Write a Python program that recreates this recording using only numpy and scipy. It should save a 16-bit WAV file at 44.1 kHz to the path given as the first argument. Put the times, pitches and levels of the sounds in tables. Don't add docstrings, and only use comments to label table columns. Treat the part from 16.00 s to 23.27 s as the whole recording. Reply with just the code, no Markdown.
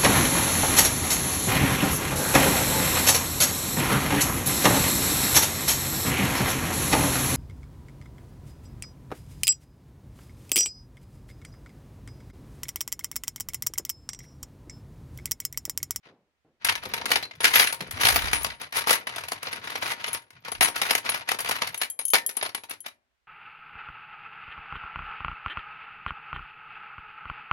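import sys
import numpy as np
from scipy import signal
from scipy.fft import rfft, irfft
from scipy.io import wavfile

SR = 44100
rng = np.random.default_rng(int(sys.argv[2]) if len(sys.argv) > 2 else 0)


def wav_out(sig):
    wavfile.write(sys.argv[1], SR, np.round(np.clip(np.atleast_2d(sig).T, -1, 1) * 32767).astype(np.int16))


N = 320607
T = np.arange(N) / SR
RUMMAGE_FROM_S, RUMMAGE_TO_S = .65, 5.75
KEY_DETUNE = .022
TOP_HZ = 15900


def amp(db):
    return 10 ** (np.asarray(db) / 20)


def fade(t, t60):
    return np.exp(-np.log(1000) * t / t60)


def unit(x):
    return x / np.sqrt(np.mean(x ** 2))


def add(out, start_s, sound):
    i = int(start_s * SR)
    out[:, i:i + sound.shape[1]] += sound[:, :N - i]


def band(x, lo_hz, hi_hz, order=2):
    return signal.sosfilt(signal.butter(order, [lo_hz, hi_hz], "band", fs=SR, output="sos"), x)


def colour(x, points):
    hz, db = np.transpose(points)
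    grid_hz = np.linspace(1, SR / 2, 513)
    gain = amp(np.interp(np.log(grid_hz), np.log(hz), db))
    cepstrum = irfft(np.log(gain))
    cepstrum[1:512] *= 2
    cepstrum[513:] = 0
    response = irfft(np.exp(rfft(cepstrum)))[:512]
    return signal.fftconvolve(x, np.array(response, ndmin=x.ndim), axes=-1)[..., :x.shape[-1]]


def moves(rows, attack_s, release_t60):
    out, t = np.zeros((1, N)), T[:SR]
    attack = np.clip(t / attack_s, 0, 1)
    for start, length, db in rows:
        release = fade(np.maximum(t - length, 0), release_t60)
        add(out, start, (amp(db) * attack * release)[None])
    return out[0]


# frequency in Hz, gain in dB.
CONTACT_EQ = [(60, -22.5), (200, -14), (400, -6.5), (700, -1), (1400, 1), (2100, 3.5), (3300, -4),
              (4600, -7), (6400, -15), (7900, -24), (9300, -17), (10500, -10.5), (12200, -25.5),
              (15500, -31.5)]


def clacks(count, crack_t60=.016, walls_t60=.16, pile_t60=.06, chatter_s=.003, likeness=.19):
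    t = T[:5000]
    hz = np.geomspace(900, 15500, 300) * (1 + .005 * rng.standard_normal(300))
    tilt = (hz[:, None] / hz.mean()) ** .5
    modes = np.sin(2 * np.pi * hz[:, None] * t) * fade(t, pile_t60) * tilt
    uneven_db = 10 * np.clip(rng.standard_normal((count, 1, len(hz))), -2.2, 2.2)
    weights = amp(uneven_db) * rng.standard_normal((count, 2, len(hz)))
    weights /= np.sqrt(np.sum(weights ** 2, axis=-1, keepdims=True))
    since_touch = t - chatter_s * rng.uniform(.65, 2, (count, 1, 1))
    chatter = amp(-2) * fade(np.abs(since_touch), crack_t60) * (since_touch > 0)
    envelope = fade(t, crack_t60) + chatter + amp(-16) * fade(t, walls_t60)
    crack = rng.standard_normal((count, 2, len(t))) * envelope
    pile = amp(-2) * weights @ modes
    attack = np.clip(t / .001, 0, 1)
    contacts = colour((crack + pile) * attack, CONTACT_EQ)
    late_left = np.pad(contacts[:, 0], ((0, 0), (8, 0)))[:, :len(t)]
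    blend = likeness * late_left + np.sqrt(1 - likeness ** 2) * contacts[:, 1]
    contacts[:, 1] = late_left + band(blend - late_left, 800, 10000, order=1)
    return contacts


# start in seconds, length in seconds, effort in dB.
HAND_SHOVES = [(0.027, 0.034, -53.5), (0.598, 0.12, -53), (0.643, 0.036, -32), (0.812, 0.2, -43),
               (1.079, 0.097, -34), (1.183, 0.029, -48.5), (1.407, 0.14, -29.5), (1.526, 0.12, -24),
               (1.328, 0.14, -62.5), (1.7, 0.18, -48.5), (1.931, 0.055, -37.5), (1.995, .12, -26),
               (2.117, 0.25, -33), (2.394, 0.13, -45), (2.583, 0.052, -40.5), (2.729, 0.079, -29),
               (2.861, 0.083, -27), (3.059, 0.31, -44.5), (3.412, 0.19, -43.5), (3.623, 0.17, -38.5),
               (3.813, .11, -32), (3.986, 0.18, -41), (4.321, 0.066, -56.5), (4.435, 0.067, -45.5),
               (4.605, 0.039, -24), (4.741, 0.074, -36), (4.811, 0.09, -34), (5.026, 0.17, -36.5),
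               (5.27, 0.045, -33.5), (5.383, 0.2, -34.5), (5.597, 0.11, -40.5), (5.788, 0.017, -43),
               (6.341, .16, -50), (6.685, 0.025, -44), (6.836, 0.023, -48.5)]


def effort():
    return 20 * np.log10(moves(HAND_SHOVES, attack_s=.023, release_t60=.2) + 1e-5)


def scraping(push_db, slips_per_s=480, spread_db=7, over_db=2, usual_push_db=-42):
    kinds, scrape = clacks(count=20), 0
    for clack in kinds:
        slips = np.zeros(N)
        at = rng.integers(N, size=int(slips_per_s * N / SR / len(kinds)))
        slips[at] = amp(spread_db * np.clip(rng.standard_normal(len(at)), -2, 2))
        scrape = scrape + signal.oaconvolve(slips[None], unit(clack), axes=1)[:, :N]
    scrape = unit(scrape)
    body = signal.sosfiltfilt(signal.butter(2, 7500, fs=SR, output="sos"), scrape)
    treble = scrape - body
    treble_db = -2 + .9438 * (push_db - usual_push_db)
    return (body + amp(treble_db) * treble) * amp(push_db + over_db)


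# pitch in Hz, level in dB, t60 in seconds.
BOX_MODES = [(84, -12, .35), (99, -4, .4), (116, -9, .3), (253, -9, .3), (300, -11, .25), (530, -9, .2),
             (804, -10, .2), (934, -9, .2), (1336, -13, .2), (1780, -10, .25), (2035, -9, .18),
             (2400, -11, .2)]


def box_hum(blows, gain_db=-47):
    t = T[:SR]
    ring = sum(amp(db) * np.sin(2 * np.pi * hz * t) * fade(t, t60) for hz, db, t60 in BOX_MODES)
    return amp(gain_db) * signal.oaconvolve(blows, ring[None], axes=1)[:, :N]


def room(x):
    t = T[:SR * 2 // 3]
    onset = np.clip(t / .0032 - .5, 0, 1)

    def tail(lo_hz, hi_hz, t60, db, channels):
        noise = rng.standard_normal((channels, len(t))) * fade(t, t60) * onset
        return amp(db) * band(noise / np.sqrt(np.sum(noise ** 2) / channels), lo_hz, hi_hz)

    low = tail(60.4, 525, t60=.59, db=-12, channels=1)
    mid = tail(550, 12000, t60=.15, db=-13, channels=2)
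    high = tail(2870, 14000, t60=.067, db=-18, channels=2)
    return signal.oaconvolve(x, low + mid + high, axes=1)[:, :N]


# frequency in Hz, gain in dB.
ROOM_TONE_EQ = [(30, -7), (100, -17), (400, -10.5), (2000, -6), (15000, -29.5)]


def room_tone(level_db=-81):
    return amp(level_db) * unit(colour(rng.standard_normal((2, N)), ROOM_TONE_EQ))


# start in seconds, length in seconds, level in dB.
SKIN_BRUSHES = [(0.055, 0.05, -58), (0.445, 0.015, -65.5)]


def rustles():
    brush = unit(band(rng.standard_normal(N), 130, 600))
    return brush * moves(SKIN_BRUSHES, attack_s=.0056, release_t60=.5)


def wall_rub(level_db=-57):
    rubs = [(start, length, level_db) for start, length, _ in HAND_SHOVES
            if RUMMAGE_FROM_S < start + length < RUMMAGE_TO_S]
    murmur = unit(band(rng.standard_normal(N), 85, 150))
    return murmur * moves(rubs, attack_s=.048, release_t60=.3)


# start in seconds, length in seconds, rumble level in dB.
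GRIP_MOVES = [(0.64, .55, -52.5), (1.4, .2, -65), (1.85, .17, -48.5), (2.03, 0.31, -35),
              (2.36, 0.15, -44.5), (2.73, .1, -54), (4.53, .06, -39.5)]


def grip_rumble(left_db=-19, knuckle_db=-14, still_db=-84):
    noise = rng.standard_normal((2, N))
    rumble = unit(band(noise, 45, 85, order=3)) * amp([[left_db], [0]])
    knuckles = amp(knuckle_db) * unit(band(noise[0], 90, 220))
    grip = moves(GRIP_MOVES, attack_s=.07, release_t60=.22) + amp(still_db)
    return (rumble + knuckles) * grip


# start in seconds, level of the mid clatter in dB,
# then the low knock and the bright tick, both in dB relative to the clatter.
KEY_HITS = [(0.6465, -18.5, -13.5, -1.5), (0.6858, -17, -16, -19), (0.6931, -16, -7.5, -10.5),
            (0.7527, -25, -10.5, -11.5), (0.834, -34.5, -1, -9), (0.936, -21.5, -7, -7.5),
            (1.0131, -29, -2.5, -20), (1.0556, -22.5, -7, -7.5), (1.1042, -24, -1.5, -8),
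            (1.1154, -12, -9.5, -9.5), (1.1566, -14.5, -8, -11), (1.226, -28.5, -7.5, -10),
            (1.3099, -36, -8, -25), (1.4038, -25.5, -3.5, -19), (1.442, -11.5, -11.5, -7.5),
            (1.4513, -9.5, -19, -11), (1.5373, -15.5, -15, -25), (1.556, -11.5, -20.5, -22),
            (1.5709, -19, -15, -27), (1.596, -8.5, -12, -11), (1.6169, -18.5, -8, -7),
            (1.6717, -19.5, -26.5, -7), (1.7246, -26, -3, 0.5), (1.8061, -26, -6.5, -10.5),
            (1.9094, -30.5, -8, -0.5), (2.0327, -16.5, -11, -15), (2.0512, -12.5, -7, -7),
            (2.068, -11, -7.5, -8), (2.0848, -14, -10, -2.5), (2.1586, -14.5, -5, -5),
            (2.1886, -24, -14, -13), (2.3303, -15, -6, -8), (2.4445, -19.5, -3.5, -6.5),
            (2.5013, -32.5, -21.5, -17), (2.6138, -30.5, -3, -2), (2.7238, -30.5, -7, -8),
            (2.768, -22, -8, 0), (2.871, -22, 3.5, -4.5), (2.8937, -14.5, -5.5, -7),
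            (2.9056, -13.5, -3, -2.5), (2.928, -18.5, -18, -0.5), (3.0695, -24, -5, -10),
            (3.1602, -29, -4.5, -6), (3.1813, -27, -4, -11), (3.236, -31.5, -3.5, -9.5),
            (3.2833, -30, -7.5, -4), (3.3184, -24.5, -1.5, -4.5), (3.429, -29.5, -3, -4),
            (3.469, -27, -4.5, -25), (3.528, -26, -9.5, -6.5), (3.754, -23, -3.5, -15),
            (3.8231, -23.5, -1, -15), (3.9165, -23, -8, -12), (4.041, -23.5, -12.5, -15),
            (4.0782, -28.5, -4, -26), (4.1463, -26, -4.5, -8), (4.304, -45.5, -6.5, -8.5),
            (4.4481, -34.5, -6, -14), (4.5176, -29, -1.5, -10.5), (4.55, -33.5, -9, -14),
            (4.6076, -10.5, -7, -8.5), (4.6266, -18.5, -6.5, -13), (4.6819, -24, -3, -7),
            (4.758, -27.5, -7.5, -4.5), (4.8157, -16, -5.5, -8.5), (4.9071, -13.5, -5, -7),
            (4.95, -15, -9, -5.5), (5.0487, -35, 1, -10), (5.0903, -19.5, -7, -25), (5.1429, -23.5, -4, -8),
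            (5.288, -19, -9, -8.5), (5.3153, -18, -3, -8.5), (5.3878, -27.5, -5, -2.5),
            (5.4032, -31.5, -2, 5.5), (5.4921, -24.5, 0, -5), (5.51, -20.5, -6.5, -5),
            (5.6188, -17.5, -4.5, -13), (5.6717, -28, -8, -4), (5.7433, -28, -6.5, -4),
            (5.8144, -21, -8, -3), (5.8317, -25, -15.5, -7), (5.9903, -29.5, -5.5, -9),
            (6.134, -13, -3.5, -3), (6.1426, -12.5, -5.5, -13), (6.152, -15, -13.5, -6.5),
            (6.2913, -32.5, -10, 0.5), (6.3696, -30.5, -3.5, -22), (6.4111, -27, -9, -27),
            (6.426, -20.5, -2, -19), (6.4604, -26, -5, -9.5), (6.5466, -25.5, -6, -13),
            (6.6351, -39, -4, -7), (6.7086, -29.5, -6, -4), (6.8613, -30, -6.5, -7)]


def knocks(push_db):
    hits = np.vstack([KEY_HITS, rebounds(KEY_HITS), jostles(push_db)])
    starts, level_db, low_db, bright_db = hits.T
    contacts = clacks(count=len(starts))
    knock = band(contacts, 90, 1250)
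    clatter = band(contacts, 1350, 6800, order=3)
    tick = band(contacts, 8400, 17000, order=3)
    blows, attack_samples = 0, int(.007 * SR)
    for layer, db in [(knock, level_db + low_db), (clatter, level_db), (tick, level_db + bright_db)]:
        attack_rms = np.sqrt(np.mean(layer[..., :attack_samples] ** 2, axis=(1, 2)))
        blows = blows + layer * (amp(db) / attack_rms)[:, None, None]
    out = np.zeros((2, N))
    for start, blow in zip(starts, blows):
        add(out, start, blow)
    return out


def rebounds(hits, soonest_s=.011, latest_s=.032, loss_db=-11, spread_db=2):
    starts, level_db, low_db, bright_db = np.transpose(hits)
    wait, luck = rng.random((len(starts), 2)).T
    delay_s = soonest_s + (latest_s - soonest_s) * wait
    softer_db = level_db + loss_db + spread_db * (2 * luck - 1)
    return np.column_stack([starts + delay_s, softer_db, low_db, bright_db])


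def chance_contacts(push_db, count):
    progress = (np.arange(count) + rng.random(count)) / count
    starts = RUMMAGE_FROM_S + (RUMMAGE_TO_S - RUMMAGE_FROM_S) * progress
    return starts, np.interp(starts, T, push_db)


def jostles(push_db, over_db=3, spread_db=5.5, low_db=-5, bright_db=-8):
    starts, effort_db = chance_contacts(push_db, count=55)
    level, low, bright = spread_db * np.clip(rng.standard_normal((len(starts), 3)), -2, 2).T
    return np.column_stack([starts, effort_db + over_db + level, low_db + low, bright_db + bright])


PING_PITCHES = [9900, 10800, 11000, 13800, 14800]


def pings(push_db, over_db=-5, spread_db=3, t60=.05):
    out, t = np.zeros((2, N)), T[:SR // 5]
    for start, effort_db in zip(*chance_contacts(push_db, count=90)):
        cluster_hz = rng.choice(PING_PITCHES) * (1 + KEY_DETUNE * rng.standard_normal(4))
        ring = sum(np.sin(2 * np.pi * (hz * t + rng.random((2, 1)))) for hz in cluster_hz) / 2
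        stereo_gain = amp(effort_db + over_db + spread_db * rng.standard_normal((2, 1)))
        add(out, start, stereo_gain * ring * fade(t, t60))
    return out


# start in seconds, length in seconds, level in dB.
FLOOR_DRAGS = [(0.83, 0.24, -46), (1.08, 0.033, -43.5), (1.79, 0.014, -41.5), (1.95, .22, -47),
               (3.5, 0.5, -54)]


def dragging(slips_per_s=300):
    slips = (rng.random(N) < slips_per_s / SR) * rng.standard_normal(N)
    return unit(band(slips, 170, 600)) * moves(FLOOR_DRAGS, attack_s=.017, release_t60=.41)


# pitch as a ratio to the main ring, relative level in dB.
BENDING_MODES = [(1, 0), (.297, -24), (.612, -20), (.695, -25)]
# start in seconds, pitch in Hz, level in dB, main t60 in seconds.
FREE_RINGS = [(1.232, 4090, -30.5, .07), (1.238, 4480, -37.5, 0.048), (1.407, 9900, -28, .09),
              (1.555, 11340, -13.5, .06), (1.597, 13824, -24, .11), (1.68, 9900, -31.5, .15),
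              (2.151, 14800, -31, .17), (2.336, 9860, -26.5, .4), (2.431, 10840, -25, .06),
              (2.93, 10450, -30, .12), (4.082, 10630, -31, .08), (4.13, 10440, -22.5, .08),
              (4.518, 10300, -26, .06), (4.611, 8740, -29, .2), (4.628, 10300, -13.5, .16),
              (5.095, 10470, -18.5, .07), (5.777, 10500, -27, .09), (5.9, 10820, -24.5, .08),
              (5.99, 10400, -23.5, .1), (6.052, 10580, -19, .07), (6.081, 10300, -22, .09),
              (6.102, 10400, -18.5, .05), (6.135, 10800, -19, .09), (6.143, 1837, -30, .28),
              (6.263, 10860, -16, .04), (6.368, 10440, -19.5, .05), (6.427, 10400, -25, .08),
              (6.547, 10830, -24.5, .05), (6.696, 10740, -32, .06), (6.804, 10530, -33.5, .06)]


def free_keys(neighbour_db=-7, tick_db=1, linger_db=-13.5, linger_t60=.22):
    out, t = np.zeros((2, N)), T[:SR // 2]
    attack = np.clip(t / .001, 0, 1)
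    for start, hz, db, t60 in FREE_RINGS:
        decay = fade(t, t60) + amp(linger_db) * fade(t, linger_t60)
        modes = [(hz * ratio, mode_db) for ratio, mode_db in BENDING_MODES if hz * ratio < TOP_HZ]
        neighbours = [(hz * (1 + KEY_DETUNE * offset), neighbour_db) for offset in rng.standard_normal(3)]
        ring = sum(amp(mode_db) * np.sin(2 * np.pi * (mode_hz * t + rng.random((2, 1))))
                   for mode_hz, mode_db in modes + neighbours)
        pitched_noise = unit(band(rng.standard_normal((2, len(t))), hz * .95, hz * 1.06, order=1))
        tick = amp(tick_db) * pitched_noise * fade(t, t60=.025)
        add(out, start, amp(db) * attack * (ring * decay + tick))
    return out


# start in seconds, pitch in Hz, level in dB, t60 in seconds.
BOX_BUMPS = [(1.815, 155, -24.5, 0.052), (1.932, 92, -30, 0.22), (2.04, 112, -25, 0.12)]


def thuds():
    out, t = np.zeros((2, N)), T[:SR // 2]
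    for start, hz, db, t60 in BOX_BUMPS:
        attack = np.clip(t * hz, 0, 1)
        thud = amp(db) * attack * np.sin(2 * np.pi * hz * t) * fade(t, t60)
        add(out, start, thud[None])
    return out


# frequency in Hz, gain in dB.
RIGHT_MIC_EQ = [(100, -6), (500, -5), (1400, -2.5), (3000, -2), (7000, -2), (10400, -10.5), (13000, 2.5)]


def scene(keys_gain_db=.56):
    push_db = effort()
    blows = knocks(push_db) + scraping(push_db) + dragging()
    keys = blows + box_hum(blows) + free_keys() + pings(push_db) + thuds()
    left, right = amp(keys_gain_db) * (keys + room(keys))
    at_mics = np.array([left, colour(right, RIGHT_MIC_EQ)])
    return at_mics + room_tone() + wall_rub() + rustles() + grip_rumble()


def record(dry, ceiling=.9):
    rounded = ceiling * np.tanh(dry / ceiling)
    return signal.sosfilt(signal.ellip(8, .2, 70, TOP_HZ, fs=SR, output="sos"), rounded)


dry = scene()
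out = record(dry)
wav_out(out)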